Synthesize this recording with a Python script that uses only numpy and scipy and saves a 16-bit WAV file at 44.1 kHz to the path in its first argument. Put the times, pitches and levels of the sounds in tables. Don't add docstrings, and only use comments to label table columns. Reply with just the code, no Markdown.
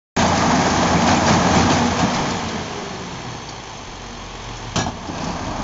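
import sys
import numpy as np
from scipy import signal
from scipy.fft import rfft, irfft
from scipy.io import wavfile

SR = 44100
rng = np.random.default_rng(int(sys.argv[2]) if len(sys.argv) > 2 else 0)


def to_wav(s):
    ch = np.atleast_2d(s).T
    pcm = np.round(np.clip(ch, -1, 1) * 32767)
    wavfile.write(sys.argv[1], SR, pcm.astype(np.int16))


N = 248283
TIME = np.arange(N) / SR


# time_s, level_db
HEADER_WORK = [(0.2, -19.5), (1.0, -19.5), (1.6, -19), (1.9, -23), (2.25, -26), (2.56, -34), (3.3, -43)]
# peak_s, swell_db
REEL_SWEEPS = [(0.2, 3.5), (0.41, 1.5), (0.63, 1), (0.78, 0.5), (1.09, 4.5), (1.29, 4.5), (1.565, 3.5),
               (1.715, 4), (2.01, 3), (2.16, 1.5), (2.31, 0.5)]
# time_s, relative_db
DEEP_RUMBLE = [(0.2, -20), (1.8, -6.5), (2.8, -6.5), (5.63, -7)]
# freq_hz, gain_db
ROLL_SPECTRUM = [(15, -36.5), (25, -23.5), (55, -13.5), (82, -5), (120, -8), (170, 2), (210, -1),
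                 (250, 1.5), (380, -9.5), (520, -20.5), (700, -38), (1100, -100)]
# freq_hz, gain_db
PANEL_SPECTRUM = [(240, -36.5), (400, -9.5), (540, -6), (640, 1), (850, 1.5), (1000, -2.5), (1220, -5.5),
                  (1410, -15), (1600, -9.5), (2100, -34), (3500, -100)]
# freq_hz, gain_db
KNIFE_SPECTRUM = [(760, -20), (1300, -1), (1420, -7), (1660, -0.5), (2050, -4.5), (2400, -4), (2790, -10),
                  (3170, -7.5), (3530, -9), (4450, -9), (5600, -10), (6420, -6), (7260, -15.5), (9440, -48),
                  (16000, -120)]

def header(cycle, restart_s=4.892, restart_db=-29, full_work_db=-21, chink_db=-16):
    stop_s = HEADER_WORK[-1][0]
    stopping = np.clip(1 - (TIME - stop_s) / 0.24, 0, 1)
    starting = np.clip((TIME - restart_s) / 0.35, 0, 1)
    restarted = TIME > restart_s
    work_db = np.where(restarted, restart_db, follow(HEADER_WORK)[0])
    swell_db = sum(db * swell(peak_s, rise_s=0.018, fall_s=0.067) for peak_s, db in REEL_SWEEPS)
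    throb = np.sin(2 * np.pi * cycle)
    reel = np.sin(2 * np.pi * 0.31 * cycle)
    shudder = wander(40)

    deep_spectrum = [(30, -27.5), (65, -12.5), (95, -1), (135, -2), (175, -8.5), (260, -21.5), (600, -71)]
    deep = gain_of(follow(DEEP_RUMBLE)[0]) * colour(rng.standard_normal(N), deep_spectrum)
    rolls = colour(rattle(per_s=240, ring_s=0.012, wash=2.2), ROLL_SPECTRUM) + deep
    rolls_db = work_db - 1.5 + 0.69 * swell_db + 0.5 * throb + 0.5 * shudder

    panels = colour(rattle(per_s=300, ring_s=0.026, wash=3.4), PANEL_SPECTRUM)
    panels_db = work_db - 0.5 + 0.63 * swell_db + 0.74 * shudder

    hiss = unit_rms(rattle(per_s=170, ring_s=0.007, wash=2.5))
    knife = colour(hiss + gain_of(chink_db) * chinks(), KNIFE_SPECTRUM)
    knife_db = -26.5 + 0.88 * (work_db - full_work_db) + swell_db - 0.3 * reel + 0.24 * shudder
    knife_db -= 6 * restarted
    parts = gain_of(rolls_db) * rolls + gain_of(panels_db) * panels + gain_of(knife_db) * knife
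    return (stopping + starting) * parts


# start_s, thud_db, clank_db, crash_db, ring_db
CLUNK_BLOWS = [(4.757, -17, -20, -15.5, -24), (4.77, -15.5, -19, -28, -36), (4.786, -24, -24, -26.5, -18),
               (4.805, -19.5, -23, -29, -27), (4.834, -22, -32, -42, -44), (4.862, -27, -24.5, -33.5, -50),
               (4.877, -21.5, -23.5, -34, -46)]
# pitch_hz, gain_db, t60_s
STEEL_MODES = [(640, -3.5, 0.14), (894, 0.5, 0.2), (1122, -3, 0.19), (1665, -1.5, 0.56), (2313, -4, 0.5),
               (2620, -3, 0.2), (2930, -6, 0.15), (3180, -4, 0.1), (3720, -2.5, 0.18), (3970, -9, 0.24),
               (4226, -7, 0.41), (5020, -7, 0.2), (5469, -3.5, 0.14), (5720, 0, 0.28), (5980, -7, .22),
               (6520, -5.5, 0.14), (6780, -6, 0.2), (6960, -0.5, 0.11)]

def clunk(seated_s=4.835, choke_s=0.039, rebound_s=4.863):
    out, t = np.zeros(N), np.arange(SR // 2) / SR
    crash = [(800, -6), (1400, 3), (2200, -13), (3200, -0.5), (4400, -6), (6000, -1), (7500, -11),
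             (10000, -53)]
    thud = [(25, -30), (58, -29), (90, 3), (130, -4), (200, -1.5), (300, -8), (410, -11.5), (600, -35),
            (1200, -76)]
    for start_s, thud_db, clank_db, crash_db, ring_db in CLUNK_BLOWS:
        ring = sum(gain_of(db) * steel_mode(t, hz, t60_s) for hz, db, t60_s in STEEL_MODES)
        ring /= np.sqrt(len(STEEL_MODES) / 2)
        choke = np.exp(-np.maximum(start_s + t - seated_s, 0) / choke_s)
        blow = gain_of(ring_db) * ring * choke * attack(t, 0.0026)
        blow += gain_of(crash_db) * burst(crash, t60_s=0.15, resonances=[(3030, 310, 5.4)])
        blow += gain_of(clank_db) * burst(PANEL_SPECTRUM, t60_s=0.16, resonances=[(670, 160, 4.2)])
        blow += gain_of(thud_db) * burst(thud, t60_s=0.18, rise_s=0.0033)
        add(out, start_s, blow)
    hollow_panel = steel_mode(t, hz=735, t60_s=0.067, split_hz=76) * attack(t, 0.001)
    frame_hum = steel_mode(t, hz=230, t60_s=0.88, split_hz=30) * attack(t, 0.011)
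    add(out, rebound_s, gain_of(-14.5) * hollow_panel + gain_of(-30) * frame_hum)
    return out


def chinks(per_mode_per_s=10, spread_db=4, t60_s=0.08, detune=0.06):
    out, t = np.zeros(N), np.arange(SR // 8) / SR
    for hz, db, _ in STEEL_MODES:
        for tap in np.flatnonzero(rng.random(N) < per_mode_per_s / SR):
            size, strength = np.clip(rng.standard_normal(2), -2, 2)
            ring = decay(t, t60_s) * np.sin(2 * np.pi * hz * (1 + detune * size) * t)
            add(out, tap / SR, gain_of(db / 2 + spread_db * strength) * ring)
    return unit_rms(out)


# time_s, firing_hz
ENGINE_SPEED = [(0.5, 88), (1.5, 87), (2.15, 91.7), (2.7, 78.5), (3.4, 57.3), (4.1, 45), (4.65, 43.5),
                (4.95, 37.5), (5.17, 30.5), (5.4, 35), (5.63, 36)]
CYLINDERS = 6

def engine_cycle():
    return np.cumsum(follow(ENGINE_SPEED)[0]) / SR / CYLINDERS


# time_s, firing_db, overtone_gain_db
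EXHAUST_LEVELS = [(0.2, -33.5, -31), (1.8, -28.5, -22.5), (2.2, -38, -29.5), (2.6, -47, -34),
                  (3.05, -48, -36.5), (3.5, -45.5, -36), (3.84, -49, -47), (3.95, -40.5, -46),
                  (4.4, -38.5, -45.5), (4.6, -37, -37.5), (5.1, -45, -42.5), (5.63, -34, -34)]
# order_per_cycle, gain_db
EXHAUST_ORDERS = [(3, -17.5), (12, -2.5), (14, -11), (16, -1), (19, -21), (28, -19.5), (32, -5.5), (33, -8)]
# freq_hz, gain_db
STACK_RESPONSE = [(40, -4), (90, 3), (105, -2.5), (122, 3.5), (140, -8), (160, -2), (182, 0.5), (235, -1.5),
                  (290, -6.5), (340, -8), (400, 4.5), (490, -4.5)]

def exhaust(cycle):
    firing_db, overtone_gain_db = follow(EXHAUST_LEVELS)
    firing = unit_rms(np.sin(2 * np.pi * CYLINDERS * cycle))
    cycle_hz = np.gradient(cycle) * SR
    partials = np.zeros(N)
    for order, db in EXHAUST_ORDERS:
        phase = 2 * np.pi * (order * cycle + rng.random()) + 0.5 * wander(1.2)
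        stack_db = np.interp(order * cycle_hz, *np.transpose(STACK_RESPONSE))
        partials += gain_of(db + stack_db + 2.26 * wander(5.7)) * np.sin(phase)
    return gain_of(firing_db + wander(7)) * firing + gain_of(overtone_gain_db) * partials


# time_s, level_db
KNOCK_LEVELS = [(0.2, -32), (2.3, -27), (3.0, -32), (4.0, -34), (4.65, -32.5), (5.0, -35.5), (5.63, -34.5)]
# freq_hz, gain_db
BAY_SPECTRUM = [(20, -22), (50, -21), (85, -13), (125, -13.5), (240, -14.5), (310, -16.5), (390, -14.5),
                (540, -19.5), (760, -12.5), (1100, -14.5), (1350, -23), (3400, -24.5), (4900, -30.5),
                (6400, -28.5), (7600, -38.5)]
# centre_hz, width_hz, lift_db
BLOCK_RESONANCES = [(123, 30, 2.5), (235.4, 11, 7.5), (473, 26, 5), (1160, 200, -0.5), (1710, 190, 2.5),
                    (2300, 310, 2), (3120, 87, 3.5), (3295, 82, 5.5), (4310, 220, 3.5), (4620, 120, 1.5),
                    (5330, 270, 4.5), (6040, 130, 2.5)]

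def diesel_knock(cycle, limp_db=-1.5):
    firings = CYLINDERS * cycle
    index = firings.astype(int)
    strength = gain_of(rng.standard_normal(N)[index] + limp_db * (-1) ** index)
    pulses = strength * np.exp(-(firings % 1) / 0.3)
    clatter = np.hypot(1, pulses) * rng.standard_normal(N)
    return gain_of(follow(KNOCK_LEVELS)[0]) * colour(clatter, BAY_SPECTRUM, BLOCK_RESONANCES)


# start_s, relative_db
FRAME_THUMPS = [(0.942, -5), (1.306, -1.5), (1.56, 0.5), (1.707, -10), (2.03, -4), (2.201, -7),
                (5.083, -12), (5.285, -17)]

def frame_thumps(gain_db=-8):
    out = np.zeros(N)
    for start_s, db in FRAME_THUMPS:
        add(out, start_s, gain_of(db + gain_db) * burst(ROLL_SPECTRUM, t60_s=0.13, rise_s=0.0023))
    return out


# start_s, clack_relative_db, pitch_hz, ring_db
TINE_STRIKES = [(0.277, -24, 5970, -28), (0.373, -13, 4900, -28.5), (0.5906, -15, 2170, -32),
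                (0.699, -20, 4470, -24), (1.074, -9.5, 3140, -25), (1.162, -21, 2420, -22.5),
                (1.263, -17, 4680, -22), (1.292, -12, 2250, -29), (1.564, -21, 2310, -31),
                (1.619, -21, 4170, -23), (1.699, -14, 3100, -23), (1.86, -30, 7250, -34),
                (1.991, -11, 2430, -30), (2.001, -19, 2980, -28), (2.146, -16, 4880, -32),
                (2.159, -19, 3300, -32), (2.305, -16, 4820, -29.5), (2.375, -30, 6870, -33),
                (2.483, -23, 4100, -34), (3.488, -23, 4600, -31), (3.772, -36, 6400, -38.5),
                (4.5685, -27, 5520, -37), (5.072, -22.5, 5290, -44), (5.18, -21, 2600, -36),
                (5.242, -19, 6300, -38), (5.466, -23, 3300, -42)]
# pitch_ratio, gain_db
TINE_MODES = [(1, 0.5), (1.238, -2.5), (1.452, -3), (2.94, -1.5)]

def tine_clinks(clack_gain_db=-11, ring_t60_s=0.078):
    out, t = np.zeros(N), np.arange(SR // 2) / SR
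    bright = [(900, -34), (2200, -1.5), (4500, 0.5), (7000, 0.5), (8000, -22), (11000, -59.5)]
    for start_s, clack_db, hz, ring_db in TINE_STRIKES:
        clack = burst(bright, t60_s=0.073, rise_s=0.0006, resonances=[(hz, 1400, 7)])
        ring = sum(gain_of(db) * steel_mode(t, hz * ratio, ring_t60_s) for ratio, db in TINE_MODES)
        add(out, start_s, gain_of(clack_db + clack_gain_db) * clack)
        add(out, start_s, gain_of(ring_db) * ring * attack(t, 0.0023))
    return out


# peak_s, level_db
DEEP_BUMPS = [(2.165, -34), (3.9, -35)]

def deep_bumps(pitch_hz=32, width_s=0.03):
    out = np.zeros(N)
    for peak_s, db in DEEP_BUMPS:
        tone = np.cos(2 * np.pi * pitch_hz * (TIME - peak_s))
        out += gain_of(db) * swell(peak_s, width_s, width_s) * tone
    return out


def chain(level_db=-39, taut_s=5.28):
    links = [(1200, -28), (2600, 3), (3500, -12), (4400, 0.5), (5400, -2), (6500, -7), (8000, -19.5)]
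    chatter = colour(rattle(per_s=120, ring_s=0.01, wash=0.16), links)
    return gain_of(level_db) * swell(taut_s, rise_s=0.16, fall_s=0.25) * chatter


def driveline(peak_s=2.53, peak_db=-38.5, rise_db_per_s=88, fade_db_per_s=11):
    housing = [(150, -47), (300, -14.5), (370, 0.5), (430, -4.5), (490, -7), (580, -11.5), (1100, -55.5)]
    since_s = TIME - peak_s
    level_db = peak_db + np.minimum(rise_db_per_s * since_s, -fade_db_per_s * since_s)
    return gain_of(level_db) * colour(rng.standard_normal(N), housing)


# time_s, level_db
INJECTOR_LEVELS = [(2.5, -52), (4.7, -47), (5.05, -55), (5.27, -44.5), (5.63, -43)]

def injectors(cycle, tick_s=0.0086, uneven_db=2.5):
    firings = CYLINDERS * cycle
    since_s = (firings % 1) / follow(ENGINE_SPEED)[0]
    strength = gain_of(uneven_db * rng.standard_normal(N)[firings.astype(int)])
    ticks = strength * np.exp(-since_s / tick_s) * rng.standard_normal(N)
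    casing = [(1500, -41.5), (4300, -9.5), (5500, -14), (6350, -4.5), (7200, -13.5), (10000, -48.5)]
    return gain_of(follow(INJECTOR_LEVELS)[0]) * colour(ticks, casing, resonances=[(6250, 300, 4)])


# pitch_hz, width_hz, waver_hz, level_db, peak_s, drop_6db_s
DRY_BEARINGS = [(4310, 190, 55, -53.5, 3.3, 0.9), (6280, 130, 65, -53.5, 3.9, 1.8)]

def bearings(drift_db=3):
    out = np.zeros(N)
    for hz, width_hz, waver_hz, db, peak_s, drop_6db_s in DRY_BEARINGS:
        phase = 2 * np.pi * np.cumsum(hz + waver_hz * wander(5)) / SR
        level_db = db - 6 * np.minimum(abs(TIME - peak_s) / drop_6db_s, 2) + drift_db * wander(4)
        hiss = wander(width_hz / 2) * np.cos(phase) + wander(width_hz / 2) * np.sin(phase)
        out += gain_of(level_db) * hiss
    return out


def steel_mode(t, hz, t60_s, split_hz=28, twin_db=-5):
    phase, twin_phase, split = rng.random(3)
    twin_hz = hz + split_hz * (1 + split) * rng.choice([-1, 1])
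    mode = np.sin(2 * np.pi * (hz * t + phase))
    twin = gain_of(twin_db) * np.sin(2 * np.pi * (twin_hz * t + twin_phase))
    return (mode + twin) * decay(t, t60_s)


def burst(spectrum, t60_s, rise_s=0.0018, resonances=()):
    t = np.arange(SR // 2) / SR
    ring = colour(rng.standard_normal(len(t)), spectrum, resonances)
    return ring * attack(t, rise_s) * decay(t, t60_s)


def rattle(per_s, ring_s, wash):
    blows = (rng.random(N) < per_s / SR) * gain_of(rng.uniform(-3, 3, N))
    power = signal.lfilter([1], [1, -np.exp(-2 / (ring_s * SR))], blows ** 2)
    return np.sqrt(power / power.mean() + wash) * rng.standard_normal(N)


def colour(x, spectrum, resonances=()):
    hz = np.fft.rfftfreq(len(x), 1 / SR)
    freq_hz, gain_db = np.transpose(spectrum)
    db = np.interp(np.log(hz + 1), np.log(freq_hz + 1), gain_db)
    for centre_hz, width_hz, lift_db in resonances:
        db += lift_db / (1 + (2 * (hz - centre_hz) / width_hz) ** 2)
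    return unit_rms(irfft(rfft(x) * gain_of(db), len(x)))


def wander(cutoff_hz):
    hz = np.fft.rfftfreq(N, 1 / SR)
    return unit_rms(irfft(rfft(rng.standard_normal(N)) * np.exp(-(hz / cutoff_hz) ** 2), N))


def swell(peak_s, rise_s, fall_s):
    return np.exp(-((TIME - peak_s) / np.where(TIME < peak_s, rise_s, fall_s)) ** 2)


def attack(t, rise_s):
    return 1 - np.exp(-t / rise_s)


def decay(t, t60_s):
    return np.exp(-np.log(1000) * t / t60_s)


def gain_of(db):
    return 10 ** (np.asarray(db) / 20)


def unit_rms(x):
    return x / np.sqrt(np.mean(x ** 2) + 1e-20)


def follow(rows):
    time_s, *columns = np.transpose(rows)
    return [np.interp(TIME, time_s, column) for column in columns]


def add(mix, start_s, sound):
    part = mix[round(start_s * SR):][:len(sound)]
    part += sound[:len(part)]


def scene():
    cycle = engine_cycle()
    engine = exhaust(cycle) + diesel_knock(cycle) + injectors(cycle)
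    mower = header(cycle) + chain() + driveline() + bearings()
    knocks = frame_thumps() + tine_clinks() + deep_bumps() + clunk()
    mix = engine + mower + knocks
    return np.array([mix, mix])


def record(dry, start_s=0.164, ceiling=0.47, cutoff_hz=7480):
    opened = dry * np.clip((TIME - start_s) / 0.0016, 0, 1)
    rounded = opened / (1 + (opened / ceiling) ** 4) ** (1 / 4)
    low_pass = signal.firwin(601, cutoff_hz, window=("kaiser", 9), fs=SR)
    return signal.oaconvolve(rounded, low_pass[None], "same")


dry = scene()
out = record(dry)
to_wav(out)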